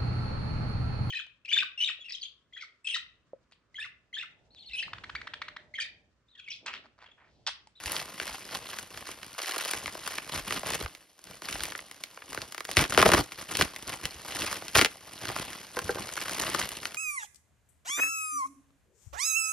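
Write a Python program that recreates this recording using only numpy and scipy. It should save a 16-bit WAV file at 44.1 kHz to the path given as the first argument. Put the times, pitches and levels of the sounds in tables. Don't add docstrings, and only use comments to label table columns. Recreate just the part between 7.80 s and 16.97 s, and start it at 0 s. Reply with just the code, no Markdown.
import sys
import numpy as np
from scipy import signal
from scipy.fft import rfft, irfft, next_fast_len
from scipy.io import wavfile
from scipy.ndimage import uniform_filter1d

SR = 44100
rng = np.random.default_rng(int(sys.argv[2]) if len(sys.argv) > 2 else 0)


def int16_out(signal):
    q = np.round(np.clip(np.atleast_2d(signal).T, -1, 1) * 32767)
    wavfile.write(sys.argv[1], SR, q.astype(np.int16))


N = 404397
TIME = np.arange(N) / SR
RING = (np.arange(1400) / SR).astype(np.float32)

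# start/s, length/s, level at the start/dB before trim, body (weighted by band), treble/dB
TEARS = [(4.969, 0.054, -24.5, 2.5, -3), (5.182, 0.04, -24, 2.5, -5), (5.254, 0.033, -28.5, 4.5, 2),
         (5.331, 0.071, -29.5, 4, 0), (5.786, 0.021, -33, 4.5, 3), (6.952, 0.038, -25.5, 2.5, 4),
         (6.991, 0.038, -32, 2.5, -3)]
# t/s, level/dB before trim, f/Hz
TEAR_JERKS = [(4.9694, -10, 2400), (4.979, -20, 2590), (4.9916, -16.5, 2250), (5.04, -22, 2300.0),
              (5.051, -28, 1300.0), (5.1758, -8, 1130), (5.184, -19, 1700), (5.1915, -16, 1500),
              (5.1994, -17.5, 1210), (5.216, -16, 2470), (5.2262, -7.5, 1220), (5.2564, -15.5, 840),
              (5.261, -10.5, 870), (5.2897, -16.5, 920), (5.301, -20, 1290), (5.3175, -14.5, 1890),
              (5.3207, -14, 1390), (5.3351, -10, 1150), (5.347, -14.5, 1280), (5.38, -19.5, 1000),
              (5.392, -29, 910), (5.811, -12.5, 1610), (5.822, -16.5, 2870), (6.9546, -11.5, 1960),
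              (6.9617, -14.5, 1190), (6.9727, -17.5, 6400.0), (6.979, -18.5, 4000), (6.9853, -14, 1880),
              (6.9917, -12, 1950), (7.0129, -10.5, 2320), (7.0215, -17.0, 2280), (7.0472, -13.5, 2600),
              (7.0587, -19.5, 2320)]


def from_db(db):
    return 10 ** (np.asarray(db) / 20)


def rms_one(x):
    return x / np.sqrt(np.mean(x ** 2) + 1e-20)


def at_hz(points, hz):
    known_hz, values = np.transpose(points)
    return np.interp(np.log(np.maximum(hz, 1)), np.log(known_hz), values)


def shaped(x, response):
    size = next_fast_len(N + 4096)
    spectrum = rfft(x, size) * response(np.fft.rfftfreq(size, 1 / SR))
    return irfft(spectrum, size)[..., :N]


def filtered(x, order, hz, kind="low"):
    return signal.sosfilt(signal.butter(order, hz, kind, fs=SR, output="sos"), x)


def below(x, hz):
    return signal.sosfiltfilt(signal.butter(2, hz, fs=SR, output="sos"), x)


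def add(track, s, sound):
    start = min(max(round(s * SR), 0), N)
    track[..., start:start + sound.shape[-1]] += sound[..., :N - start]


def body_share(hz):
    return np.minimum(np.log1p((800 / hz) ** 3) / 1.9, 1.2)


def treble_share(hz):
    return 1 - 1 / (1 + (hz / 4200) ** 4)


def placed(sound, lag_samples=0.084, pan_db=1.0):
    side = rng.normal() * np.array([[1], [-1]])
    shifted = sound + np.gradient(sound) * lag_samples * side
    return shifted * from_db(pan_db * side)


def facet(colour, decay_s, travel_s, scatter_db=5.5, hump_db=0, treble_db=0,
          pitch_hz=1600, spread_octaves=0.94, count=48):
    hz = 130 * (16000 / 130) ** ((np.arange(count) + rng.random(count)) / count)
    decay = decay_s * (1000 / hz) ** 0.22
    octaves = np.log2(hz / pitch_hz) + spread_octaves * rng.normal()
    hump = hump_db * np.exp(-(octaves / .5) ** 2)
    mode_db = at_hz(colour, hz) + hump + rng.normal(0, 1, count) * scatter_db
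    strength = from_db(mode_db) * np.sqrt(hz / decay) * rng.choice([-1, 1], count)
    arrival = travel_s * (1000 / hz) ** 0.708
    age = np.maximum(RING - np.float32(arrival)[:, None], 0)
    fade = np.exp(-np.minimum(age / np.float32(decay)[:, None], 20))
    modes = fade * np.sin(np.float32(2 * np.pi * hz)[:, None] * age)
    level = np.sqrt(np.sum((strength @ modes) ** 2) / (.005 * SR))
    coloured = strength / level * from_db(treble_db * treble_share(hz))
    return placed(coloured @ modes)


def stroke(start, length, attack_s, release_s, change_db):
    age = TIME - start
    near = (age > -.15) & (age < length + .3)
    gain, age = np.zeros(N), age[near]
    outside = np.maximum(-age, 0) / attack_s + np.maximum(age - length, 0) / release_s
    gain[near] = from_db(change_db * np.clip(age / length, 0, 1)) * np.exp(-outside)
    return gain


def tear_colour(s):
    _, _, _, body, treble_db = min(TEARS, key=lambda tear: abs(tear[0] + tear[1] / 2 - s))
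    return body, treble_db


def movements(trail_db=-16, trail_s=0.0052):
    # start/s, length/s, crinkle level/dB before trim, body (weighted by band)
    flex_moves = [(0.071, 0.14, -40, 0.5), (0.425, 0.12, -45, 0.5), (0.721, 0.044, -41, 1.5),
                  (0.863, 0.15, -49.5, 0.5), (1.124, 0.088, -52, 2.5), (1.267, 0.055, -48, 1),
                  (1.583, 0.34, -42, -5.5), (1.852, 0.12, -45.5, 1), (2.24, 0.12, -43, 0),
                  (2.534, 0.048, -37.5, 1.5), (2.68, 0.1, -40, 2.5), (2.866, 0.081, -37, 2),
                  (3.012, 0.0052, -39.5, 3), (3.469, 0.078, -54, 3.5), (3.648, 0.24, -44.5, 1.5),
                  (4.495, 0.15, -49.5, 3), (4.885, 0.083, -47, 2), (5.102, 0.055, -39.5, 3.5),
                  (5.595, 0.022, -42.5, 2), (5.699, 0.16, -41, 2.5), (6.079, 0.06, -41, 2.5),
                  (6.244, 0.0081, -40.5, 2.5), (6.459, 0.31, -43, 1.5), (6.562, 0.16, -40, 1),
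                  (7.423, 0.2, -45.5, 3), (7.963, 0.27, -46.5, 3.5), (8.358, 0.47, -45, 0),
                  (8.594, 0.25, -39.5, 3)]
    for start, length, level_db, body in flex_moves:
        gain = stroke(start, length, attack_s=0.016, release_s=0.017, change_db=1.5)
        yield from_db(level_db) * gain, body, 0
    for start, length, level_db, body, treble_db in TEARS:
        gain = stroke(start, length, attack_s=0.003, release_s=0.017, change_db=-2.5)
        yield from_db(level_db) * gain, body, treble_db
    for s, level_db, _ in TEAR_JERKS:
        gain = stroke(s, 0.00072, .0005, trail_s, 0)
        body, treble_db = tear_colour(s)
        yield from_db(level_db + trail_db) * gain, body, treble_db


def handling(grip_trim_db=1, grip_body=2, base_treble_db=4.5, treble_per_db=-0.08):
    # t/s, level/dB before trim
    grip_levels = [(0, -48.5), (.95, -51), (1.1, -56.5), (1.55, -54), (1.8, -42), (2.2, -50), (3.03, -51),
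                   (3.19, -62), (3.34, -71), (3.43, -65.5), (3.85, -49), (4.1, -59), (4.85, -58),
                   (5.3, -54.5), (6.85, -49), (7.2, -56), (7.6, -42.5), (7.9, -53.5), (8.6, -41.5),
                   (9.17, -51.5)]
    power = from_db(np.interp(TIME, *np.transpose(grip_levels)) + grip_trim_db) ** 2
    body_sum, treble_sum = power * grip_body, 0
    for gain, body, treble_db in movements():
        part = gain ** 2
        power = power + part
        body_sum = body_sum + part * body
        treble_sum = treble_sum + part * treble_db
    level_db = 10 * np.log10(power)
    touch_db = base_treble_db + treble_per_db * (level_db - level_db.mean())
    return level_db, body_sum / power, treble_sum / power + touch_db


def crinkle(per_s=440, spread_db=3.0, clump_db=1.28, sharpness_db=-3.0, trim_db=1.0,
            rub_db=-9, rub_per_db=-0.4, deep_hz=380, body_hz=850, treble_hz=4200, count=48):
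    # f/Hz, level/dB per Hz
    film_colour = [(50, -1), (140, -13.5), (300, 1), (600, 1), (850, 0.5), (1400, 1), (2500, 1.5),
                   (5300, -2), (7500, -7), (11000, -6.5), (13000, -12.5), (16000, -16.5)]
    level_db, body, treble_db = handling()
    effort_db = level_db - level_db.mean()
    rate = per_s * from_db(.15 * effort_db)
    sizes = from_db(spread_db * np.minimum(rng.exponential(1, N), 3.2)) * rng.choice([-1, 1], N)
    clicks = sizes * (rng.random(N) < rate / SR)
    clicks = clicks / np.sqrt(uniform_filter1d(clicks ** 2, size=2600) + 1e-4)
    clumps = rms_one(uniform_filter1d(rng.standard_normal(N), size=800))
    clicks = clicks * from_db(clump_db * clumps)

    facets = [facet(film_colour, decay_s=0.0023, travel_s=0.001792, scatter_db=2.0, hump_db=11.5,
                    treble_db=sharpness_db * rng.normal()) for _ in range(count)]
    grains, dealt = np.zeros((2, N)), rng.integers(0, count, N)
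    for i in np.flatnonzero(clicks).tolist():
        add(grains, i / SR, clicks[i] * facets[dealt[i]])

    rub = shaped(rng.standard_normal(N), lambda hz: from_db(at_hz(film_colour, hz)))
    sliding = from_db(rub_db + rub_per_db * effort_db)
    film = (rms_one(grains) + sliding * rms_one(rub)) / np.hypot(1, sliding)

    deep, low, dull = below(film, deep_hz), below(film, body_hz), below(film, treble_hz)
    lows = from_db(4.18 * body) * deep + from_db(0.07 * body) * (low - deep)
    highs = from_db(treble_db) * (film - dull)
    return from_db(level_db + trim_db) * (lows + dull - low + highs)


def bumps(swell_s=0.016, typical_hz=80, sag=0.16, wobble=0.48):
    # t/s, envelope peak/dB, nominal f/Hz
    cushion_hits = [(0.05, -38.5, 106), (0.499, -48, 68.7), (1.145, -51, 69), (2.06, -46, 104.6),
                    (2.555, -38.5, 128), (2.595, -42, 57.7), (3.022, -31.5, 58.7), (3.733, -40, 66.6),
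                    (3.799, -45, 51.3), (4.575, -47, 92), (4.969, -22, 106), (5.386, -28, 108),
                    (5.818, -29, 220), (6.233, -39, 89.5), (6.347, -48, 61), (6.973, -24.5, 227),
                    (7.018, -24, 331), (7.477, -38.5, 100), (8.036, -38, 105)]
    out, age = np.zeros(N), TIME[:SR // 5]
    for s, peak_db, hz in cushion_hits:
        uneven = rms_one(uniform_filter1d(rng.standard_normal(len(age)), size=250))
        relaxing = sag * (np.exp(-age / 0.012) - .5)
        turns = np.cumsum(hz * (1 + relaxing + wobble * uneven)) / SR
        squeeze = age / swell_s * np.sqrt(hz / typical_hz)
        envelope = squeeze * np.exp((1 - squeeze ** 2) / 2)
        add(out, s, from_db(peak_db) * envelope * np.sin(2 * np.pi * turns))
    return out


def snap(pitch_hz, travel_s, body, treble_db=0, echo_db=-3.0, echo_s=0.0011, focus=1.35, count=6):
    # f/Hz, level/dB per Hz
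    pulse_colour = [(120, -8), (350, 10), (850, -1), (1400, 3.5), (3000, -1), (5300, -1.5), (7500, -4),
                    (11000, -3), (13000, -10.5), (16000, 0.5)]
    hz = np.maximum(np.fft.rfftfreq(2048, 1 / SR), 1)
    resonance = 1 + 1j * focus * (hz / pitch_hz - pitch_hz / hz)
    pulse = from_db(at_hz(pulse_colour, hz)) / resonance
    returns = echo_s * (0.38 + rng.exponential(1, count))
    strengths = from_db(echo_db) / np.sqrt(count) * rng.choice([-1, 1], count)
    creases = strengths @ np.exp(-2j * np.pi * np.outer(returns, hz))
    arrival = travel_s * 1000 / np.maximum(hz, 200)
    wave = pulse * (1 + creases) * np.exp(-2j * np.pi * np.cumsum(arrival) * hz[1])
    level = np.sqrt(np.sum(irfft(wave) ** 2) / (.005 * SR))
    tone = from_db(body * body_share(hz) + treble_db * treble_share(hz))
    return placed(irfft(wave / level * tone)[:len(RING)])


def snaps(trim_db=-2.0, jerk_trim_db=-5.0):
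    # t/s, level/dB before trim, f/Hz, treble/dB
    buckles = [(0.0591, -16.5, 7800, -18.5), (0.1196, -17, 11000.0, -7), (0.165, -23.5, 4000.0, -3.5),
               (0.3996, -25.5, 2200.0, -2), (0.414, -36, 1800.0, 4.0), (0.4245, -37, 1820, 10),
               (0.7496, -30.5, 3800.0, 1), (0.9319, -36, 1730, 3), (0.9868, -33, 1840, 12.5),
               (1.1744, -36.5, 1400.0, 12.5), (1.2245, -41.5, 1100, 2), (1.2696, -39, 1500.0, 9),
               (1.2897, -36, 810, 4), (1.4308, -37, 2200.0, 4), (1.5855, -36, 1900.0, 12),
               (1.5897, -33, 1810, 8), (1.6, -35, 1120, 3), (1.659, -37, 4030, 7), (1.681, -34, 1600, 13),
               (1.6928, -32, 1210, 17), (1.7114, -32.5, 1780, 13), (1.737, -39, 1100, 0),
               (1.7618, -33, 1270, 17), (1.766, -32, 810, 5), (1.781, -18, 9900, -10),
               (1.8115, -38, 2300.0, 10), (1.8501, -35.5, 1880, 17), (1.857, -33.5, 900, 13),
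               (1.8818, -37, 1900.0, 16), (1.9122, -20.5, 9600.0, -5.5), (1.9349, -26, 1450, 10),
               (2.059, -27.5, 2600, -2), (2.0787, -30, 1500.0, 2), (2.1518, -35, 834, 7),
               (2.2761, -30, 1340, 16), (2.332, -53, 1590, 16), (2.3834, -25.5, 2000.0, 0.5),
               (2.495, -34.5, 1290, 7), (2.7075, -25, 1740, 5), (2.7239, -26.5, 2050, 6),
               (2.8326, -31.5, 810, 6), (2.904, -33.5, 900, 21), (2.9347, -30.5, 2200.0, 8),
               (2.943, -32.5, 2200, 2), (3.012, -33.5, 554, 11), (3.0605, -30.5, 1550, -3),
               (3.15, -43, 2700.0, 6.5), (3.391, -53.5, 1120, 18), (3.4406, -37.5, 7900.0, -5.5),
               (3.6203, -37.5, 990, 12), (3.6866, -30, 1790, 7), (3.7268, -18, 6900.0, -17),
               (3.7553, -33.5, 1030, 3), (3.806, -32.5, 1990, 7.5), (3.8354, -11.5, 10800, -14),
               (3.8542, -35, 2220, 15), (3.9215, -32.5, 1890, -1), (3.9515, -27, 2200, -23),
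               (3.978, -28, 11000.0, -10.5), (3.9911, -33.5, 2330, -7), (4.113, -22.5, 9500, -18.5),
               (4.2373, -32.5, 3000, 9), (4.374, -38.5, 1300, 0), (4.421, -38.5, 1840, -9),
               (4.5303, -36, 1590, 12), (4.547, -35, 1300.0, 16), (4.5754, -27.5, 1220, -1),
               (4.6176, -24, 5300.0, -11.5), (4.7229, -40.5, 1900.0, 16), (4.7462, -35.5, 1480, 12),
               (4.7797, -32.5, 1650, 8), (4.806, -31, 1600.0, 8), (4.8514, -35.5, 1950, 13.5),
               (4.8899, -31.5, 830, 4), (4.9137, -16.5, 7850, -14.5), (5.123, -24.5, 1200.0, 6.0),
               (5.1473, -24.5, 2500.0, -2), (5.5204, -34.5, 2190, 4), (5.7132, -32.5, 1280, -2),
               (5.7529, -25.5, 2900.0, 2), (5.7706, -17, 7900.0, -6), (5.962, -34, 1990, 10),
               (6.1309, -33.5, 1910, 2), (6.2545, -26.5, 2550, 10), (6.6203, -25.5, 2900.0, -1),
               (6.728, -31, 1330, 17), (6.822, -35.5, 900, -1), (6.882, -25.5, 6300, -9),
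               (7.454, -32, 2070, 6.5), (7.4894, -32, 1490, 12.5), (7.5, -31, 825, 3),
               (7.5631, -29, 1040, 8), (7.7312, -37.5, 1920, 12), (7.9687, -29.5, 800.0, 7),
               (7.99, -26, 1380, 12.5), (8.184, -35, 1100, 3), (8.29, -36, 1510, 11),
               (8.3764, -28.5, 1300.0, -4), (8.4143, -31.5, 2400, 3.5), (8.4564, -32.5, 1600.0, 0),
               (8.482, -31.5, 1500, 11), (8.495, -31.5, 1390, 15), (8.598, -17.5, 7900.0, -7.5),
               (8.6358, -29, 1240, 11), (8.747, -21.5, 1250, 8.5), (8.7954, -29.5, 1390, 17),
               (8.8148, -25, 1900.0, 2), (8.89, -22, 9800, -8.5), (9.0313, -37.5, 1700.0, 7),
               (9.0543, -25.5, 2340, 4.5), (9.1451, -37, 1720, 15.5)]
    out = np.zeros((2, N))
    for s, level_db, pitch_hz, treble_db in buckles:
        sound = snap(pitch_hz, travel_s=0.001214, body=2.5, treble_db=treble_db)
        add(out, s, from_db(level_db + trim_db) * sound)
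    for s, level_db, pitch_hz in TEAR_JERKS:
        sound = snap(pitch_hz, travel_s=0.001966, body=7.5, treble_db=5.0, echo_db=-5.5, echo_s=0.002)
        add(out, s, from_db(level_db + jerk_trim_db) * sound)
    return out


def box(ring_db=-1.0, thud_db=1.0):
    # t/s, level/dB before the thud and ring trims
    box_hits = [(7.97, -28.5), (8.093, -23.5), (8.156, -37.5), (8.171, -36.5)]
    # f/Hz, level/dB before trim and scatter, t60/s
    box_modes = [(420, -12, 0.15), (490, 0, 0.1), (807, -10, 0.15), (1580, -3, 0.056)]
    # f/Hz, level/dB per Hz
    cardboard_colour = [(250, -10), (480, 4.5), (950, -6), (1600, -7), (2400, -28)]
    out, age = np.zeros((2, N)), TIME[:SR // 4]
    for s, knock_db in box_hits:
        thud = facet(cardboard_colour, decay_s=0.0055, travel_s=0.00186)
        add(out, s - .001, from_db(knock_db + thud_db) * thud)
        for hz, mode_db, t60 in box_modes:
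            fading_db = ring_db + knock_db + mode_db + rng.normal() - 60 * age / t60
            add(out, s, from_db(fading_db) * np.sin(2 * np.pi * hz * age) * rng.choice([-1, 1]))
    return out


def room(x, dull_hz=5000, table_db=-11.0, table_s=0.01, tail_db=-15, t60_s=0.17):
    def unit_energy(h):
        return h / np.sqrt(np.sum(h ** 2, axis=1, keepdims=True))

    age = TIME[:SR // 2]
    scatter = unit_energy(rng.standard_normal((2, len(age))) * np.exp(-age / table_s) * (age > .0004))
    tail = rng.standard_normal((2, len(age))) * from_db(-60 * age / t60_s) * (age > .006)
    tail = filtered(unit_energy(tail), 1, dull_hz)
    echoes = from_db(table_db) * scatter + from_db(tail_db) * tail
    return signal.oaconvolve(x, filtered(echoes, 2, 170, "high"), axes=1)[:, :N]


def scene(lowest_hz=50, floor_db=-85):
    # f/Hz, left lead/rad
    port_lead = [(200, 0), (1000, -.2), (2700, .35), (4000, .6), (5200, .3), (7000, 2.6), (8200, 3.4),
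                 (10300, 6.1), (12000, 6.8), (14000, 9.4)]
    film = filtered(snaps() + crinkle(), 2, lowest_hz, "high")
    mailer = film + bumps() + box()
    ports = shaped(mailer, lambda hz: np.exp(.5j * np.outer([1, -1], at_hz(port_lead, hz))))
    quiet = rms_one(filtered(rng.standard_normal((2, N)), 1, [40, 200], "band"))
    return ports + room(mailer) + from_db(floor_db) * quiet


def record(dry):
    lean = filtered(dry, 4, 36, "high")
    rounded = .9 * np.tanh(lean / .9)
    return signal.sosfilt(signal.cheby2(16, 90, 16800, fs=SR, output="sos"), rounded)


dry = scene()
out = record(dry)
int16_out(out)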